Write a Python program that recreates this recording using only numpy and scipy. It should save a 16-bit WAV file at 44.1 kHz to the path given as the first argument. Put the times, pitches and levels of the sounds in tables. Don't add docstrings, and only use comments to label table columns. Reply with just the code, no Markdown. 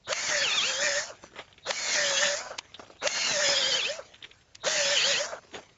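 import sys
import numpy as np
from scipy import signal
from scipy.fft import rfft, irfft, next_fast_len
from scipy.io import wavfile
from scipy.ndimage import uniform_filter1d, map_coordinates

SR = 44100
rng = np.random.default_rng(int(sys.argv[2]) if len(sys.argv) > 2 else 0)


def store_wav(level_fs):
    pcm = np.round(np.clip(np.atleast_2d(level_fs), -1, 1) * 32767)
    wavfile.write(sys.argv[1], SR, pcm.T.astype(np.int16))


N = 254456
TIME = np.arange(N) / SR

# (motor starts [s], spindle catches [s], motor stands [s])
PULLS = [(.062, .128, 1.172), (1.645, 1.708, 2.577), (3.006, 3.074, 4.062), (4.624, 4.685, 5.405)]
# (hum trim [dB], gear line 1, 2, 3 trims [dB], scrape trim [dB], coasting rattle level [dB])
PULL_MIX = [(-2, 3, -0.68, 0.5, -1, -47.5), (-1.5, 0.5, -1, -9.5, -1.5, -41.5), (1, -3, 1.6, 3.5, 0, -48.5),
            (0.5, -4, 0, -2.5, -1, -39.5)]
# (time [s], crunch level [dB], thud level [dB], time to fall 60 dB [s])
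GROUND_KNOCKS = [(.29, -25.5, -35, 0.14), (.835, -44, -37, 0.088), (1.237, -51, -30.5, 0.026),
                 (1.358, -44, -40, 0.078), (1.388, -32.5, -37, 0.12), (1.579, -40, -62, 0.047),
                 (2.794, -51, -29.5, 0.041), (2.823, -59, -42, 0.088), (2.9, -65, -35, 0.025),
                 (2.929, -56, -45, 0.03), (3.307, -35, -29.5, 0.058), (3.485, -29, -26, .071),
                 (4.139, -40.5, -66, 0.099), (4.24, -32, -53, .072), (4.312, -37, -89, 0.041),
                 (4.41, -47, -82, 0.022), (5.5426, -29, -40, 0.064), (5.553, -34.5, -39, 0.096),
                 (5.582, -57, -39.5, 0.094)]

FREE_SPEED = 260
REV_ATTACK_S, REV_RELEASE_S = .022, .013
COAST_S, COAST_PEAK_S = .34, .066
REV_RATTLE_DB, REV_SCRAPE_DB = -40.5, -44
RATTLE_DB = -4.5


def amp(db):
    return 10 ** (np.asarray(db) / 20)


def unit(x):
    return x / np.sqrt(np.mean(x ** 2) + 1e-20)


def ramp(times, values):
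    return np.interp(TIME, times, values)


def curves(rows):
    times, *columns = np.transpose(rows)
    return [ramp(times, column) for column in columns]


def along(points, hz):
    f, db = np.transpose(points)
    return np.interp(np.log(hz + 1), np.log(f), db)


def dying(start, db, db_per_s):
    age = TIME - start
    return (age > 0) * amp(db - db_per_s * np.abs(age))


def wobble(rate):
    knots = rng.standard_normal(int(N * rate / SR) + 4)
    return map_coordinates(knots, [np.arange(N) * rate / SR])


def colour(x, points):
    m = 2 * next_fast_len(N // 2 + 8192, True)
    hz = np.fft.rfftfreq(m, 1 / SR)
    top_hz = points[-1][0]
    gain = amp(along(points, hz)) / (1 + (hz / (2 * top_hz)) ** 4)
    cepstrum = irfft(np.log(unit(gain) + 1e-6))
    cepstrum[1:m // 2] *= 2
    cepstrum[m // 2 + 1:] = 0
    return irfft(rfft(x, m) * np.exp(rfft(cepstrum)), m)[:N]


def patchy(x, depth_db):
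    z = signal.stft(x, nperseg=512)[2]
    field = uniform_filter1d(rng.standard_normal(z.shape), size=4, axis=0)
    field = uniform_filter1d(field, size=12, axis=1)
    return signal.istft(z * amp(depth_db * unit(field)), nperseg=512)[1][:N]


def grains(rate, spread_db):
    hits = rng.random(N) < rate / SR
    return unit(hits * rng.standard_normal(N) * amp(spread_db * rng.standard_normal(N)))


def noise_bursts(rows, rise):
    out, t = np.zeros(N + SR), np.arange(SR // 4) / SR
    for s, db, t60 in rows:
        shape = amp(db - 60 * t / t60) * (1 - np.exp(-t / rise))
        out[round(s * SR):][:len(t)] += shape * rng.choice([-1, 1], len(t))
    return out[:N]


def tone(angle, smear, flutter_db, rate):
    sine = np.sqrt(2) * np.sin(angle + smear * wobble(rate))
    return sine * unit(amp(flutter_db * wobble(rate)))


def chatter(angle, depth_db, repeat):
    surface = unit(signal.resample(rng.standard_normal(96), 1024))
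    turns = angle / (2 * np.pi) + .0025 * wobble(90)
    worn = np.interp(turns, np.arange(len(surface)) / len(surface), surface, period=1)
    noise = np.sqrt(1 - repeat) * grains(rate=16000, spread_db=2.5) + np.sqrt(repeat) * worn / 2
    return noise * amp(depth_db * (np.sin(angle + wobble(60)) + .77 * wobble(70)))


def motor_speed():
    # (time [s], speed [motor turns per second])
    soil_limits = [
        [(0.16, 228.0), (0.253, 253.0), (0.32, 203.0), (0.37, 195.0), (0.405, 180.0), (0.43, 190.0),
         (0.47, 150.0), (0.525, 124.0), (0.543, 137.0), (0.576, 134.0), (0.603, 114.5), (0.635, 140.0),
         (0.683, 179.0), (0.75, 171.0), (0.85, 200.0), (0.938, 183.0), (0.99, 198.0), (1.07, 230.0)],
        [(1.77, 242.0), (1.94, 228.5), (1.97, 199.0), (2.09, 187.0), (2.18, 181.0), (2.24, 198.0),
         (2.268, 188.0), (2.345, 195.0), (2.42, 250.0)],
        [(3.12, 233.0), (3.28, 237.0), (3.375, 190.0), (3.415, 202.0), (3.47, 183.0), (3.532, 193.0),
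         (3.555, 175.0), (3.592, 186.5), (3.642, 167.0), (3.696, 183.5), (3.736, 161.0), (3.775, 179.0),
         (3.823, 118.0), (3.865, 144.0), (3.9, 192.0), (3.965, 224.0)],
        [(4.73, 209.0), (4.865, 182.0), (4.93, 196.5), (4.96, 179.5), (5.01, 127.5), (5.06, 179.0),
         (5.114, 192.5), (5.16, 139.0), (5.2, 189.0), (5.285, 232.0)],
    ]
    spin_up_s = .04
    brake_per_s = 2850
    speed = np.zeros(N)
    for (start, _, stop), limit in zip(PULLS, soil_limits):
        run_up = FREE_SPEED * (1 - np.exp(-np.maximum(TIME - start, 0) / spin_up_s))
        brake = brake_per_s * np.maximum(stop - TIME, 0)
        speed += np.min([run_up, curves(limit)[0], brake], axis=0)
    rounded = uniform_filter1d(speed, size=300).clip(0)
    return rounded * (1 + .00597 * wobble(45))


def phases():
    # (time [s], treble hiss level [dB], grinding middle level [dB])
    work_levels = [
        [(0.15, -42, -41), (0.182, -36.5, -41), (0.346, -33.5, -39.5), (0.434, -37.5, -30), (0.644, -37, -27.5),
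         (0.656, -35.5, -31), (0.776, -38, -40.5), (0.842, -34, -34), (1.004, -35, -40.5),
         (1.096, -50.5, -50.5), (1.15, -64, -64)],
        [(1.73, -42, -43), (1.926, -32, -34.5), (1.934, -30.5, -30), (2.162, -34, -33.5), (2.178, -34, -25.5),
         (2.198, -33, -30.5), (2.252, -32.5, -28.5), (2.262, -33.5, -27.5), (2.386, -36, -48.5),
         (2.444, -50, -55), (2.55, -59.5, -52)],
        [(3.09, -40.5, -45.5), (3.164, -35, -34.5), (3.396, -33.5, -35.5), (3.47, -31.5, -28),
         (3.708, -36.5, -32), (3.726, -34, -27), (3.836, -42, -38), (3.856, -44, -29.5), (3.952, -46, -46.5),
         (4.024, -63, -62), (4.04, -65, -80)],
        [(4.69, -34.5, -31), (4.7, -31.5, -33.5), (4.872, -32.5, -28), (4.906, -33.5, -30.5),
         (5.04, -35.5, -25), (5.072, -30.5, -28), (5.166, -35, -29), (5.26, -35.5, -48.5), (5.272, -44.5, -55),
         (5.344, -56.5, -53), (5.39, -59, -68)],
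    ]
    surge, drive, grind, coast = np.zeros((4, N))
    for (start, catch, stop), (*_, coast_db), levels in zip(PULLS, PULL_MIX, work_levels):
        treble_db, middle_db = curves(levels)
        powered = ramp([start + REV_ATTACK_S / 2, catch, stop - COAST_PEAK_S, stop], [0, 1, 1, 0])
        surge += ramp([start, start + REV_ATTACK_S, catch, catch + REV_RELEASE_S], [0, 1, 1, 0]) ** 2
        drive += amp(treble_db) * powered
        grind += amp(middle_db) * powered
        coast += amp(coast_db) * ramp([stop - COAST_S, stop - COAST_PEAK_S, stop], [0, 1, 0])
    return surge, drive, grind, coast


def burst_gains():
    starts = [start for start, _, _ in PULLS]
    current = np.maximum(np.searchsorted(starts, TIME) - 1, 0)
    return amp(np.array(PULL_MIX)[current, :-1].T)


def open_air():
    # (frequency [Hz], relative level [dB])
    air_spectrum = [(20, -16.5), (45, -6), (100, 2), (160, -7), (300, -15.5), (600, -13.5), (1500, -22),
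                    (4000, -22), (8000, -25.5)]
    return amp(-63.5 + .63 * wobble(7.8)) * unit(colour(rng.standard_normal(N), air_spectrum))


def squeal(pitch_hz=3800):
    lead_s, lag_s = .031, .041
    swell = sum(ramp([start - lead_s, start + lag_s / 2, start + lag_s], [0, 1, 0]) ** 1.53
                for start, *_ in PULLS)
    return amp(-44) * swell * tone(2 * np.pi * pitch_hz * TIME, smear=.98, flutter_db=1.5, rate=790)


def housing_hum(angle, speed, surge):
    # (frequency [Hz], level before trims [dB])
    housing_response = [(250, -69.5), (400, -55.5), (480, -44), (535, -41), (580, -30.5), (620, -41.5),
                        (690, -51), (780, -68.5)]
    turning = sum(ramp([start, start + REV_ATTACK_S, stop - .1, stop], [0, 1, 1, 0])
                  for start, _, stop in PULLS)
    released = sum(ramp([stop - .2, stop - .11, stop - .08], [0, 1, 0]) for _, _, stop in PULLS)
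    level_db = along(housing_response, 3 * speed) + 6 * surge - 2.5 * released
    return turning * burst_gains()[0] * amp(level_db) * tone(3 * angle, smear=.2, flutter_db=1.1, rate=110)


def mesh(angle, ratio, play, skirt):
    sway = .4 * np.sin(angle / 5.5) + .2 * np.sin(angle)
    phase = ratio * angle + play * sway
    line = tone(phase, smear=.2 + .29 * play, flutter_db=3.5, rate=130)
    sidebands = np.sin(phase) * wobble(650) + np.cos(phase) * wobble(650)
    return (line + skirt * play * sidebands) / np.sqrt(1 + (skirt * play) ** 2)


def gear_whine(angle, speed, surge, grind):
    gear_lines = [(9.3, .7), (18.33, .45), (27.3, .6)]
    # (frequency [Hz], level before trims [dB])
    line_responses = [
        [(1100, -51.5), (1250, -42.5), (1500, -51), (1700, -39.5), (1820, -32), (2000, -37), (2180, -34),
         (2350, -42)],
        [(2150, -47.5), (2500, -36), (2750, -29.5), (3050, -31), (3350, -34), (3600, -43), (4050, -50.5),
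         (4330, -32.5), (4550, -52)],
        [(3200, -29), (3500, -28.5), (3800, -36.5), (4200, -47), (4550, -37), (4850, -41), (5130, -35.5),
         (5500, -47), (6800, -51.5)],
    ]
    # (frequency [Hz], relative level [dB])
    case_spectrum = [(1100, -24), (1600, -10.5), (1830, 2), (2050, -5.5), (2450, -7.5), (2800, -24)]
    full_grind_db = -31
    line_gains = burst_gains()[1:4]
    engaged = sum(ramp([catch, catch + .06, stop - .17, stop - .12], [0, 1, 1, 0])
                  for _, catch, stop in PULLS)
    pressure = engaged * (grind / amp(full_grind_db)) ** .6
    play = np.interp(speed, [130, 180, 200, 228], [.2, .7, 1, .6])
    teeth = np.zeros(N)
    for (ratio, skirt), response, gain in zip(gear_lines, line_responses, line_gains):
        level_db = along(response, ratio * speed) + 1.1 * wobble(21.938)
        teeth += gain * amp(level_db) * mesh(angle, ratio, play, skirt)
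    case_gain = line_gains[0] * amp(along(line_responses[0], gear_lines[0][0] * speed) - 1.5)
    case = case_gain * play * unit(colour(chatter(angle, depth_db=3.0, repeat=.3), case_spectrum))
    return pressure * teeth + (pressure + .19 * surge) * case


def gear_rattle(angle, surge, drive, coast):
    # (frequency [Hz], relative level [dB])
    driven_spectrum = [(60, -49), (170, -13), (330, -9.5), (480, -4.5), (590, 3.5), (720, -3.5), (860, 2.5),
                       (1080, -3), (1400, 3), (1800, 5), (2300, -14.5), (3200, -31)]
    slack_spectrum = [(100, -22.5), (380, -13.5), (640, 4), (800, -3), (1050, -2), (1550, 0.5),
                      (1850, -17.5), (2300, -18), (3200, -35)]
    driven_gain = amp(RATTLE_DB) * drive + amp(REV_RATTLE_DB) * surge
    driven_gain = driven_gain * amp(.88 * wobble(25))
    slack_gain = coast + amp(REV_RATTLE_DB) * surge + amp(-18.5) * drive
    driven = unit(colour(chatter(angle, depth_db=2.5, repeat=.15), driven_spectrum))
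    slack = unit(colour(chatter(angle, depth_db=2.5, repeat=.58), slack_spectrum))
    return driven_gain * driven + slack_gain * slack


def scrape_gain(speed, surge, grind):
    load = np.clip(1 - speed / FREE_SPEED, 0, .5) * (1 - surge)
    return burst_gains()[-1] * amp(2 - 10 * load) * grind + amp(REV_SCRAPE_DB) * surge


def blade_scrape(angle, contact):
    # (frequency [Hz], relative level [dB])
    scrape_spectrum = [(1200, -28.5), (1900, 0.5), (2300, 1.5), (2700, 3.5), (3300, 2), (3900, 2.5),
                       (4500, 4), (5500, -17.5)]
    rasp = colour(chatter(angle, depth_db=.5, repeat=.43), scrape_spectrum)
    return contact * unit(patchy(rasp, depth_db=4.5))


def brush_and_fan_hiss(angle, speed, surge, drive):
    # (frequency [Hz], relative level [dB])
    hiss_spectrum = [(3200, -33), (4400, -1), (5100, 4.5), (5900, 5.5), (6900, 7), (7500, -1),
                     (8000, -25.5)]
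    gain = amp(1) * drive + amp(-41.5) * surge * (speed / FREE_SPEED) ** 2
    hiss = colour(chatter(angle, depth_db=.5, repeat=.15), hiss_spectrum)
    return gain * unit(patchy(hiss, depth_db=2.0))


def rotor_lines(angle, surge, drive, coast):
    # (multiple of motor speed [ratio], level against the rattle before trims [dB])
    rotor_tones = [(1, -21.5), (2, -23), (4, -25), (5, -24), (6, -13), (7, -26), (8, -21), (10, -20),
                   (15, -16), (21, -30), (24, -15)]
    rattle_gain = amp(RATTLE_DB) * drive + amp(REV_RATTLE_DB) * surge
    lines = sum(amp(db) * tone(round(k) * angle, smear=.81, flutter_db=3, rate=25) for k, db in rotor_tones)
    return (amp(-2.0) * rattle_gain + amp(-14) * coast) * lines


def shaken_earth(contact):
    # (frequency [Hz], relative level [dB])
    earth_spectrum = [(30, -16.5), (80, -7.5), (160, 6.5), (260, 2), (500, -6), (1000, -40)]
    gain = contact * amp(-24.0 + 3.0 * wobble(11))
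    return gain * unit(colour(grains(rate=460, spread_db=2.0), earth_spectrum))


def trickle():
    shed_db, shed_t60_s = -15.5, .28
    scuff_s, scuff_db = .029, -17.5
    flow = sum(dying(stop - COAST_PEAK_S, db=-56, db_per_s=23.5) for _, _, stop in PULLS)
    for s, crunch_db, thud_db, _ in GROUND_KNOCKS:
        db = (crunch_db + thud_db) / 2
        flow = flow + dying(s, db + shed_db, 60 / shed_t60_s)
        flow = flow + amp(db + scuff_db) * ramp([s - scuff_s, s, s + scuff_s], [0, 1, 0])
    return flow


def soil():
    # (frequency [Hz], relative level [dB])
    crunch_spectrum = [(300, -25.5), (900, -15.5), (1600, 1.5), (2400, 2.5), (3500, 5), (4000, -2),
                       (4600, -19), (7500, -29.5)]
    thud_spectrum = [(60, -19.5), (200, -10), (400, -5), (620, -1.5), (850, -5.5), (1300, -5), (2000, -25),
                     (5000, -39.5)]
    crumb_spectrum = [(40, -18), (130, 0.5), (400, 6), (900, -0.5), (2200, 2), (3500, -3), (4800, -5),
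                      (7000, -3.5), (8000, -15.5)]
    clods_per_s, clod_db, clod_t60_s = 8.2, 7, .051
    flow = trickle()
    clod_times = np.flatnonzero(rng.random(N) < clods_per_s / SR)
    clod_levels = 20 * np.log10(flow[clod_times] + 1e-6) + clod_db
    clods = [(i / SR, db, db, clod_t60_s) for i, db in zip(clod_times, clod_levels)]
    kicks = [(start + .022, -40, -30.5, .03) for start, *_ in PULLS]
    hits = GROUND_KNOCKS + kicks + clods
    crunch = noise_bursts([(s, db, t60) for s, db, _, t60 in hits], rise=.00068)
    crunch = crunch * unit(amp(4.6 * wobble(900)))
    thud = noise_bursts([(s, db, t60) for s, _, db, t60 in hits], rise=.0016)
    crumbs = grains(rate=9400, spread_db=5.5) + .83 * rng.standard_normal(N)
    crumbs = unit(colour(crumbs, crumb_spectrum))
    crumbs = unit(patchy(crumbs * amp(1.7 * wobble(70)), depth_db=4.0))
    knocks = amp(-3.5) * colour(crunch, crunch_spectrum) + amp(-.5) * colour(thud, thud_spectrum)
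    return knocks + flow * crumbs


def clacks():
    # (time [s], steel level [dB], housing thump level [dB], time to fall 60 dB [s])
    steel_contacts = [(0.1285, -15, -16.5, 0.014), (1.7085, -13.5, -19, .012), (2.5868, -20.5, -31, .022),
                      (3.0737, -13, -21, .017), (4.5537, -27.5, -49, 0.0088), (4.666, -19.5, -24, .02)]
    # (frequency [Hz], relative level [dB])
    steel_spectrum = [(400, -13.5), (1200, -11), (2000, 2.5), (2700, 5), (3700, 4), (4800, 1.5),
                      (6500, -0.5), (8000, -7)]
    housing_spectrum = [(120, -35.5), (350, -10.5), (600, -6), (950, 5), (1400, -0.5), (2200, -3),
                        (4000, -24.5)]
    lead_s, touch_db = .0044, -10
    touches = [(s - lead_s, steel_db + touch_db, thump_db + touch_db, t60)
               for s, steel_db, thump_db, t60 in steel_contacts]
    contacts = steel_contacts + touches
    steel = noise_bursts([(s, db, t60) for s, db, _, t60 in contacts], rise=.00042)
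    shiver = noise_bursts([(s - lead_s, db - 11.5, .045) for s, db, _, _ in contacts], rise=.0053)
    thump = noise_bursts([(s, db, t60) for s, _, db, t60 in contacts], rise=.00021)
    return colour(steel + shiver, steel_spectrum) + colour(thump, housing_spectrum)


def ticks():
    # (time [s], level [dB], time to fall 60 dB [s])
    pebble_hits = [(1.526, -40, 0.021), (2.742, -34.5, 0.065), (4.224, -37.5, 0.058)]
    # (frequency [Hz], relative level [dB])
    tooth_spectrum = [(1000, -19), (2600, -14), (3100, -2.5), (3800, 0), (4300, -19), (7000, -31)]
    return colour(noise_bursts(pebble_hits, rise=.0014), tooth_spectrum)


def scene():
    speed = motor_speed()
    surge, drive, grind, coast = phases()
    angle = 2 * np.pi * np.cumsum(speed) / SR
    contact = scrape_gain(speed, surge, grind)
    mono = open_air()
    mono += housing_hum(angle, speed, surge)
    mono += gear_whine(angle, speed, surge, grind)
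    mono += gear_rattle(angle, surge, drive, coast)
    mono += blade_scrape(angle, contact)
    mono += brush_and_fan_hiss(angle, speed, surge, drive)
    mono += rotor_lines(angle, surge, drive, coast)
    mono += shaken_earth(contact)
    mono += squeal()
    mono += clacks()
    mono += ticks()
    mono += soil()
    return np.array([mono, mono])


def record(dry):
    top_hz = 7600
    m = next_fast_len(N + 4096)
    hz = np.fft.rfftfreq(m, 1 / SR)
    return irfft(rfft(dry, m) / (1 + (hz / top_hz) ** 80), m)[:, :N]


dry = scene()
out = record(dry)
store_wav(out)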